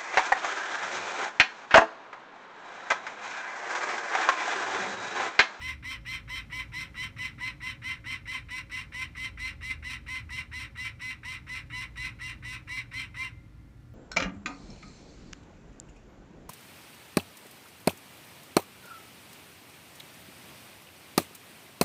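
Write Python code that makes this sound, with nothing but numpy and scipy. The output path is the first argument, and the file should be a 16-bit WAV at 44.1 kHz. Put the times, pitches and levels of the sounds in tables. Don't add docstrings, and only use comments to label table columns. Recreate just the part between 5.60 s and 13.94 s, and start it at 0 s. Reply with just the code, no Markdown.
import sys
import numpy as np
from scipy import signal
from scipy.fft import rfft, irfft
from scipy.io import wavfile
from scipy.ndimage import uniform_filter1d

SR = 44100
rng = np.random.default_rng(int(sys.argv[2]) if len(sys.argv) > 2 else 0)


def attenuation_scalar(level_db):
    decades = np.asarray(level_db, float) / 20
    return 10 ** decades


def inscribe(sig):
    pcm = np.round(np.clip(np.atleast_2d(sig).T, -1, 1) * 32767)
    wavfile.write(sys.argv[1], SR, pcm.astype(np.int16))


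N = 367794

# (start [s], breath before the voice [s], lock breaks after [s],
# whistle level locked [dB], whistle level in chaos [dB])
EARLY_NOTES = [(.002, .017, 0.063, -39.0, -39.5), (0.231, 0.021, 0.073, -39, -36.5),
               (.455, .013, 0.056, -38.5, -38.5), (0.682, 0.019, 0.068, -39.5, -37.5),
               (.904, 0.028, 0.08, -41, -39), (1.124, 0.02, 0.06, -37.0, -39),
               (1.348, 0.032, 0.071, -35.5, -35.5), (1.568, .025, 0.057, -36, -35.0),
               (1.786, 0.027, .066, -35, -35), (2.008, 0.018, .050, -39.5, -37.5),
               (2.223, .024, 0.055, -35.5, -35.5), (2.447, 0.0204, 0.0472, -40, -33.5),
               (2.659, .024, 0.049, -37.5, -35.5), (2.891, 0.023, 0.078, -39.5, -35.5),
               (3.1, 0.02, .054, -37.5, -40.5), (3.326, 0.02, 0.081, -40, -36.5),
               (3.555, 0.0202, .083, -39.0, -33)]
# (start [s], breath [s], break [s], locked [dB], chaos [dB])
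LATE_NOTES = [(3.779, .021, 0.081, -37, -37.5), (4.014, 0.018, 0.083, -40, -32),
              (4.231, 0.0198, 0.057, -40, -37.5), (4.469, 0.019, 0.074, -40.0, -38.5),
              (4.697, .010, 0.066, -41.5, -37.5), (4.920, 0.014, 0.071, -39.5, -43),
              (5.159, .020, 0.081, -39, -36.5), (5.400, 0.017, 0.1, -38, -37.5),
              (5.637, 0.018, 0.077, -40.5, -48), (5.872, 0.026, 0.07, -38, -43),
              (6.105, 0.032, 0.096, -39.5, -40), (6.362, 0.01376, .068, -39, -37),
              (6.595, .021, 0.077, -41, -44), (6.831, .024, 0.094, -42.5, -46),
              (7.079, 0.018, 0.088, -40.5, -32.5), (7.320, .020, 0.063, -38, -40),
              (7.548, 0.024, .076, -37, -42.5)]
MOMENT_RASP_DB = [
    -48,
    -47,
    -44,
    -43,
    -41,
    -47.5,
]
MOMENT_WHISTLE_HZ = [
    1815,
    1876.5,
    2025,
    2056,
    2068,
    2007.4,
]
MOMENT_SLACK = [
    1,
    .45,
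    .08,
    .12,
    .7,
    .85,
]
# (time [s], locked whistle shift [Hz], sag from lock to break [dB], opening puff [dB])
TENSION_DRIFT = [(0, 0, 3, 2), (.3, 30, -2, -3.0), (1, 0, 1.5, -3.5), (1.6, -15, -2, -3.5),
                 (2.3, 10, -1, -2.5), (3.1, -10, -1, -1), (3.8, 20, 5.5, 0.1), (4.3, -15, -9, 0.1),
                 (4.5, 15, 2, -1.5), (5.2, -20, -3, -1.0), (5.5, 5, 2, 0), (6.1, -25, 0, 0.1),
                 (6.6, -15, 0, -2.5), (7.1, -10, -1, 0.5), (7.6, 44.5, 6, 0.5)]
# (time [s], sizzle re rasp [dB], lift near third harmonic [dB])
BEAK_AIM = [(0, -10, 4.5), (.7, -10, 6.5), (1.4, -9, 5), (2, -11.5, 3), (2.6, -10.5, 2), (3.3, -9, 0.5),
            (4, -9.5, -1), (5.6, -10, 0), (6.4, -10, -2.5), (7.8, -9.5, -0.5)]
# (multiple of pitch [1], level locked [dB], level broken [dB])
WHISTLE_PARTIALS = [(.25, -23.5, -25), (1, -14, -17.5), (2, 2, -1), (2.25, -11, -8.5), (3, -15, -14.5),
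                    (4, -15.5, -21.5), (6, -47, -34.5)]
# (frequency [Hz], density [dB per Hz])
THROAT_RESPONSE = [(350, -69.5), (600, -47), (928, -23.5), (1030, -6), (1150, -21.5), (1360, -19.5),
                   (1450, -23), (2070, -2.5), (2950, -19), (3820, -18), (4880, -29), (5520, -22),
                   (6410, -35.5), (8890, -28), (15500, -55.5)]
# (frequency [Hz], width [Hz], lift [dB])
FINE_RESONANCES = [(1084, 23, 7), (1335, 40, 15), (1566, 156, 11), (2092, 59, 8), (2395, 47, 9.5),
                   (2557, 34, 9), (2776, 83, 13.5), (3082, 63, 10.5), (3693, 63, 11), (3870, 126, 6.5),
                   (5990, 350, 4.5), (10510, 460, -14), (14200, 900, 15)]
# (frequency [Hz], width [Hz], level [dB])
GASP_BANDS = [(1508, 600, -0.5), (2160, 460, 1), (2660, 660, -10.5), (5640, 820, -26)]
# (frequency [Hz], level [dB], t60 [s])
ROOM_RINGS = [
    (2088, -27, 0.053),
    (2440, -40, 0.35),
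]
# (frequency [Hz], density [dB per Hz])
CITY_SPECTRUM = [(12, -40), (20, -22), (59, -7), (109, -1), (219, -16), (315, -15.5), (342, -24),
                 (535, -29), (650, -32.5), (790, -30.5), (1300, -32), (1420, -34.5), (1540, -34),
                 (14300, -55.5), (15500, -64)]
# (frequency [Hz], width [Hz], level [dB])
MACHINE_DRONES = [(54.2, 8.05, -55.5), (77.1, 10.7, -60), (118.9, 10.47, -58.5), (234.5, 14.26, -69),
                  (301.3, 26.98, -69.5)]
# (time [s], first [dB], second [dB], third [dB])
DRONE_SWELLS = [(0, -56, -43, -53), (.7, -51, -64, -56.5), (1.6, -55, -68, -59.5), (2.4, -58.5, -63, -54.5),
                (3.6, -50.5, -53, -54.5), (4.5, -53, -47.5, -53.5), (5.5, -58.5, -53.5, -55.5),
                (6.5, -51.5, -59, -51.5), (7.502, -55, -59, -48), (8.34, -56, -58, -59)]
# (frequency [Hz], level [dB])
THIN_WHINES = [(1393, -78), (1741, -78.5)]
# (time [s], cancellations so far [1])
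MOTOR_BEATS = [(-.12, 0), (.55, 2), (2.31, 8), (2.87, 10), (3.54, 12), (5.5, 19), (6.17, 21), (7.95, 28),
               (8.55, 30)]


def falcon(t):
    rasp_db, whistle_hz, whistle_db, loose = controls(t)
    loose = np.clip(loose, 0, 1)
    quaver = 0.004
    cycles = np.cumsum(whistle_hz / 2 * (1 + quaver * walk(60))) / SR
    beak_s, *beak = np.transpose(BEAK_AIM)
    sizzle_db, third_db = (np.interp(t, beak_s, column) for column in beak)

    rough = rasp(t, cycles, loose)
    rough /= np.std(band(rough, 2200, 4400))
    low = beak_low(rough, loose, third_db)
    high = beak_high(rough, t, loose, third_db)

    dull = np.clip((loose - 0.7) / 0.3, 0, 1)
    air = np.clip((loose - 0.8) / 0.2, 0, 1)
    gasp = sum(attenuation_scalar(db) * unit(band(rng.standard_normal(N), hz - width_hz / 2, hz + width_hz / 2))
               for hz, width_hz, db in GASP_BANDS)
    voice = attenuation_scalar(-0.5 - 7.1 * (1 - loose) - 8.1 * air) * low
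    voice += attenuation_scalar(sizzle_db + 2.4 * (1 - loose) - 10.8 * dull) * high
    whistle = attenuation_scalar(whistle_db - 1) * tone(cycles, loose, third_db)
    return whistle + attenuation_scalar(rasp_db) * (voice + air * gasp)


def tone(cycles, loose, third_db):
    waver = cycles + 0.07 * loose ** 2 * walk(400) + 0.006 * walk(120)
    size = attenuation_scalar(3.5 * loose ** 2 * walk(450) + 0.6 * walk(120))
    total = np.zeros(N)
    for k, locked_db, broken_db in WHISTLE_PARTIALS:
        level_db = locked_db + loose * (broken_db - locked_db)
        level_db = level_db + (k != 2) * 3.6 * walk(25) + (k == 3) * third_db
        total += attenuation_scalar(level_db) * np.sin(2 * np.pi * k * waver + k * k)
    return np.sqrt(2) * size * total


def rasp(t, cycles, loose):
    k = np.arange(1, int(cycles[-1]))
    snap_s = np.interp(k, cycles, t)
    slack = np.interp(snap_s, t, loose)
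    size_chance, time_chance = rng.uniform(-1.7, 1.7, (N // 20, 2))[:len(k)].T

    starts = [note[0] for note in EARLY_NOTES + LATE_NOTES]
    pattern = np.array([1.62, -0.6, -0.2, 0.048]) + 0.5 * rng.standard_normal((len(starts) + 1, 4))
    pattern /= np.sqrt(np.mean(pattern ** 2, axis=1, keepdims=True))
    size = np.sqrt(1 - slack) * pattern[np.searchsorted(starts, snap_s), k % 4]
    size += np.sqrt(slack) * size_chance

    jitter_s = (0.000004 + 0.00008 * slack) * time_chance
    place = np.clip((snap_s + jitter_s) * SR, 8, N - 9)
    near = np.floor(place)[:, None] + np.arange(-7, 9)
    gap = near - place[:, None]
    pulses = size[:, None] * np.sinc(gap) * np.sinc(gap / 8)
    snaps = np.bincount(near.astype(int).ravel(), pulses.ravel(), N)
    breath = 0.7 * (0.12 + loose) * rng.standard_normal(N)

    throat_db = shape(THROAT_RESPONSE)

    def gain_db(hz):
        lift_db = sum(db / (1 + (2 * (hz - f_hz) / width_hz) ** 2) for f_hz, width_hz, db in FINE_RESONANCES)
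        return throat_db(hz) + lift_db

    return colour(unit(snaps) + breath, gain_db)


def beak_low(rough, loose, third_db):
    low = signal.sosfilt(signal.butter(N=4, Wn=4500, fs=SR, output="sos"), rough)
    low += (attenuation_scalar(third_db) - 1) * band(rough, 2750, 3300)
    low -= 0.6 * (1 - loose) * band(rough, 1100, 1900)
    gape = np.clip(loose - 0.3, 0, 1)
    low += gape * (1.04 * band(rough, 2117, 2800) - 0.53 * band(rough, 3380, 4350))
    return low


def beak_high(rough, t, loose, third_db):
    rattle = rng.standard_normal(1024) * attenuation_scalar(-60 * t[:1024] / 0.025)
    rattle[0] = 6.4
    spectrum = rfft(rattle)
    rattle = irfft(spectrum / np.sqrt(uniform_filter1d(np.abs(spectrum) ** 2, size=5)))
    high = signal.sosfilt(signal.butter(N=4, Wn=4500, btype="high", fs=SR, output="sos"), rough)
    high = 1.142 * unit(signal.fftconvolve(high, rattle)[:N])
    top = band(high, 10400, 15600)
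    mid = band(high, 4700, 6140)
    top_gain = attenuation_scalar(0.59 * (-1 - loose) + 0.63 * third_db) - 1
    mid_gain = attenuation_scalar(0.36 * third_db + 2.5) - 1
    return high + top_gain * top + mid_gain * mid


def controls(t):
    usual_pace_s = 0.229
    surge = 0.24
    notes = EARLY_NOTES + LATE_NOTES
    paces_s = [*np.diff([row[0] for row in notes]), usual_pace_s]
    rows = []
    for row, pace_s in zip(notes, paces_s):
        note = moments(*row, pace_s - usual_pace_s)
        # s, rasp dB, whistle Hz, whistle dB, slack
        puff = [note[0] + (-0.008, -24, 0, -30, 0), note[0] + (-0.0035, -2.5, 0, -8, 0)]
        scoop = note[1] + (-0.45 * row[1], -2.5, -80, -13, 0.45)
        change = note[4] - note[3]
        torn = note[3] + change * 0.26
        torn[[1, 3]] = (note[3] + change * surge)[[1, 3]]
        torn[4] = MOMENT_SLACK[4]
        sigh = [note[5] + (0.0482, -20.5, -40, -49, 0.15), note[5] + (0.0873, -32, -60, -40, -1.7)]
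        rows += [*puff, scoop, *note[1:4], torn, *note[4:], *sigh]
    s, *columns = np.transpose(rows)
    return [np.interp(t, s, column) for column in columns]


def moments(start, breath, broken, locked_db, torn_db, extra_pace_s):
    lock_s, chaos_s, tear_s = 0.024, 0.031, 0.01502
    tense_hz_per_s, tense_db_per_s = 3400, 252
    breath_db, entry_db, spent_db = -58, -45.5, -45.5
    effort = 0.24

    length_s = 0.131 + 0.6 * extra_pace_s
    drift_s, *drift = np.transpose(TENSION_DRIFT)
    shift_hz, sag_db, puff_db = (np.interp(start, drift_s, column) for column in drift)
    s = [0, breath, min(breath + lock_s, broken - 0.01), broken,
         max(length_s - chaos_s, broken + tear_s), length_s]
    tense_hz = tense_hz_per_s * breath
    hz = np.add(MOMENT_WHISTLE_HZ, [tense_hz, tense_hz, shift_hz, shift_hz, shift_hz / 2, 0])
    whistle_db = [breath_db, entry_db + tense_db_per_s * breath, locked_db - sag_db / 2,
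                  locked_db + sag_db / 2, torn_db, spent_db]
    rasp_db = np.add(MOMENT_RASP_DB, [puff_db, 0, 0, 0, effort * (torn_db - locked_db), 0])
    return np.column_stack([np.add(start, s), rasp_db, hz, whistle_db, MOMENT_SLACK])


def room(x, t):
    t = t[:SR]

    def fade(t60_s):
        return attenuation_scalar(-60 * t / t60_s) * np.sqrt(2 * np.log(1000) / t60_s / SR) * (t > 0.004)

    wash = attenuation_scalar(-12) * fade(0.15) + attenuation_scalar(-26.5) * fade(1.4)
    tail = band(rng.standard_normal(SR), 470, 5500) * wash
    tail += sum(attenuation_scalar(db) * fade(t60_s) * np.sin(2 * np.pi * hz * t) for hz, db, t60_s in ROOM_RINGS)
    return signal.fftconvolve(x, tail)[:N]


def city(t):
    out = attenuation_scalar(-51.5 + walk(1.565)) * unit(colour(rng.standard_normal(N), shape(CITY_SPECTRUM)))
    swell_s, *swells = np.transpose(DRONE_SWELLS)
    levels_db = [np.interp(t, swell_s, column - np.mean(column)) for column in swells]
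    levels_db += [2.0 * walk(2.07) for _ in MACHINE_DRONES[3:]]
    for (hz, width_hz, db), swell_db in zip(MACHINE_DRONES, levels_db):
        cycles = np.cumsum(hz + width_hz / 5 * walk(25)) / SR
        out += attenuation_scalar(db + swell_db + 2.17 * walk(14)) * np.sqrt(2) * np.sin(2 * np.pi * cycles)
    out += sum(attenuation_scalar(db + 2.0 * walk(6.1)) * np.sin(2 * np.pi * hz * t) for hz, db in THIN_WHINES)
    return out


def motors(t):
    motor_hz, start_db, end_db = 547, -69, -75
    beat = np.sin(np.pi * np.interp(t, *np.transpose(MOTOR_BEATS)))
    level_db = np.interp(t, t[[0, -1]], (start_db, end_db)) + 3
    return attenuation_scalar(level_db) * beat * np.sin(2 * np.pi * motor_hz * t)


def unit(x):
    return x / np.sqrt(np.mean(x ** 2))


def walk(rate_hz):
    hold = max(int(SR / rate_hz), 9)
    steps = rng.standard_normal(N // 8)[np.arange(N) // hold]
    return unit(uniform_filter1d(uniform_filter1d(steps, hold), hold))


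def colour(x, gain_db):
    cepstrum = irfft(gain_db(np.arange(4097) * SR / 8192 + 1) * np.log(10) / 20)
    cepstrum[1:4096] *= 2
    response = irfft(np.exp(rfft(cepstrum[:4097], 8192)))
    return signal.fftconvolve(x, response)[:N]


def shape(table):
    point_hz, point_db = np.transpose(table)
    return lambda hz: np.interp(np.log(hz), np.log(point_hz), point_db)


def band(x, lo_hz, hi_hz):
    return signal.sosfilt(signal.butter(N=3, Wn=[lo_hz, hi_hz], btype="band", fs=SR, output="sos"), x)


def scene():
    t = np.arange(N) / SR
    bird = falcon(t)
    return (bird + room(bird, t) + city(t) + motors(t))[None]


def band_limit(x):
    return signal.sosfilt(signal.butter(12, 15690, fs=SR, output="sos"), x)


def record(dry):
    return band_limit(dry)


dry = scene()
out = record(dry)
inscribe(out)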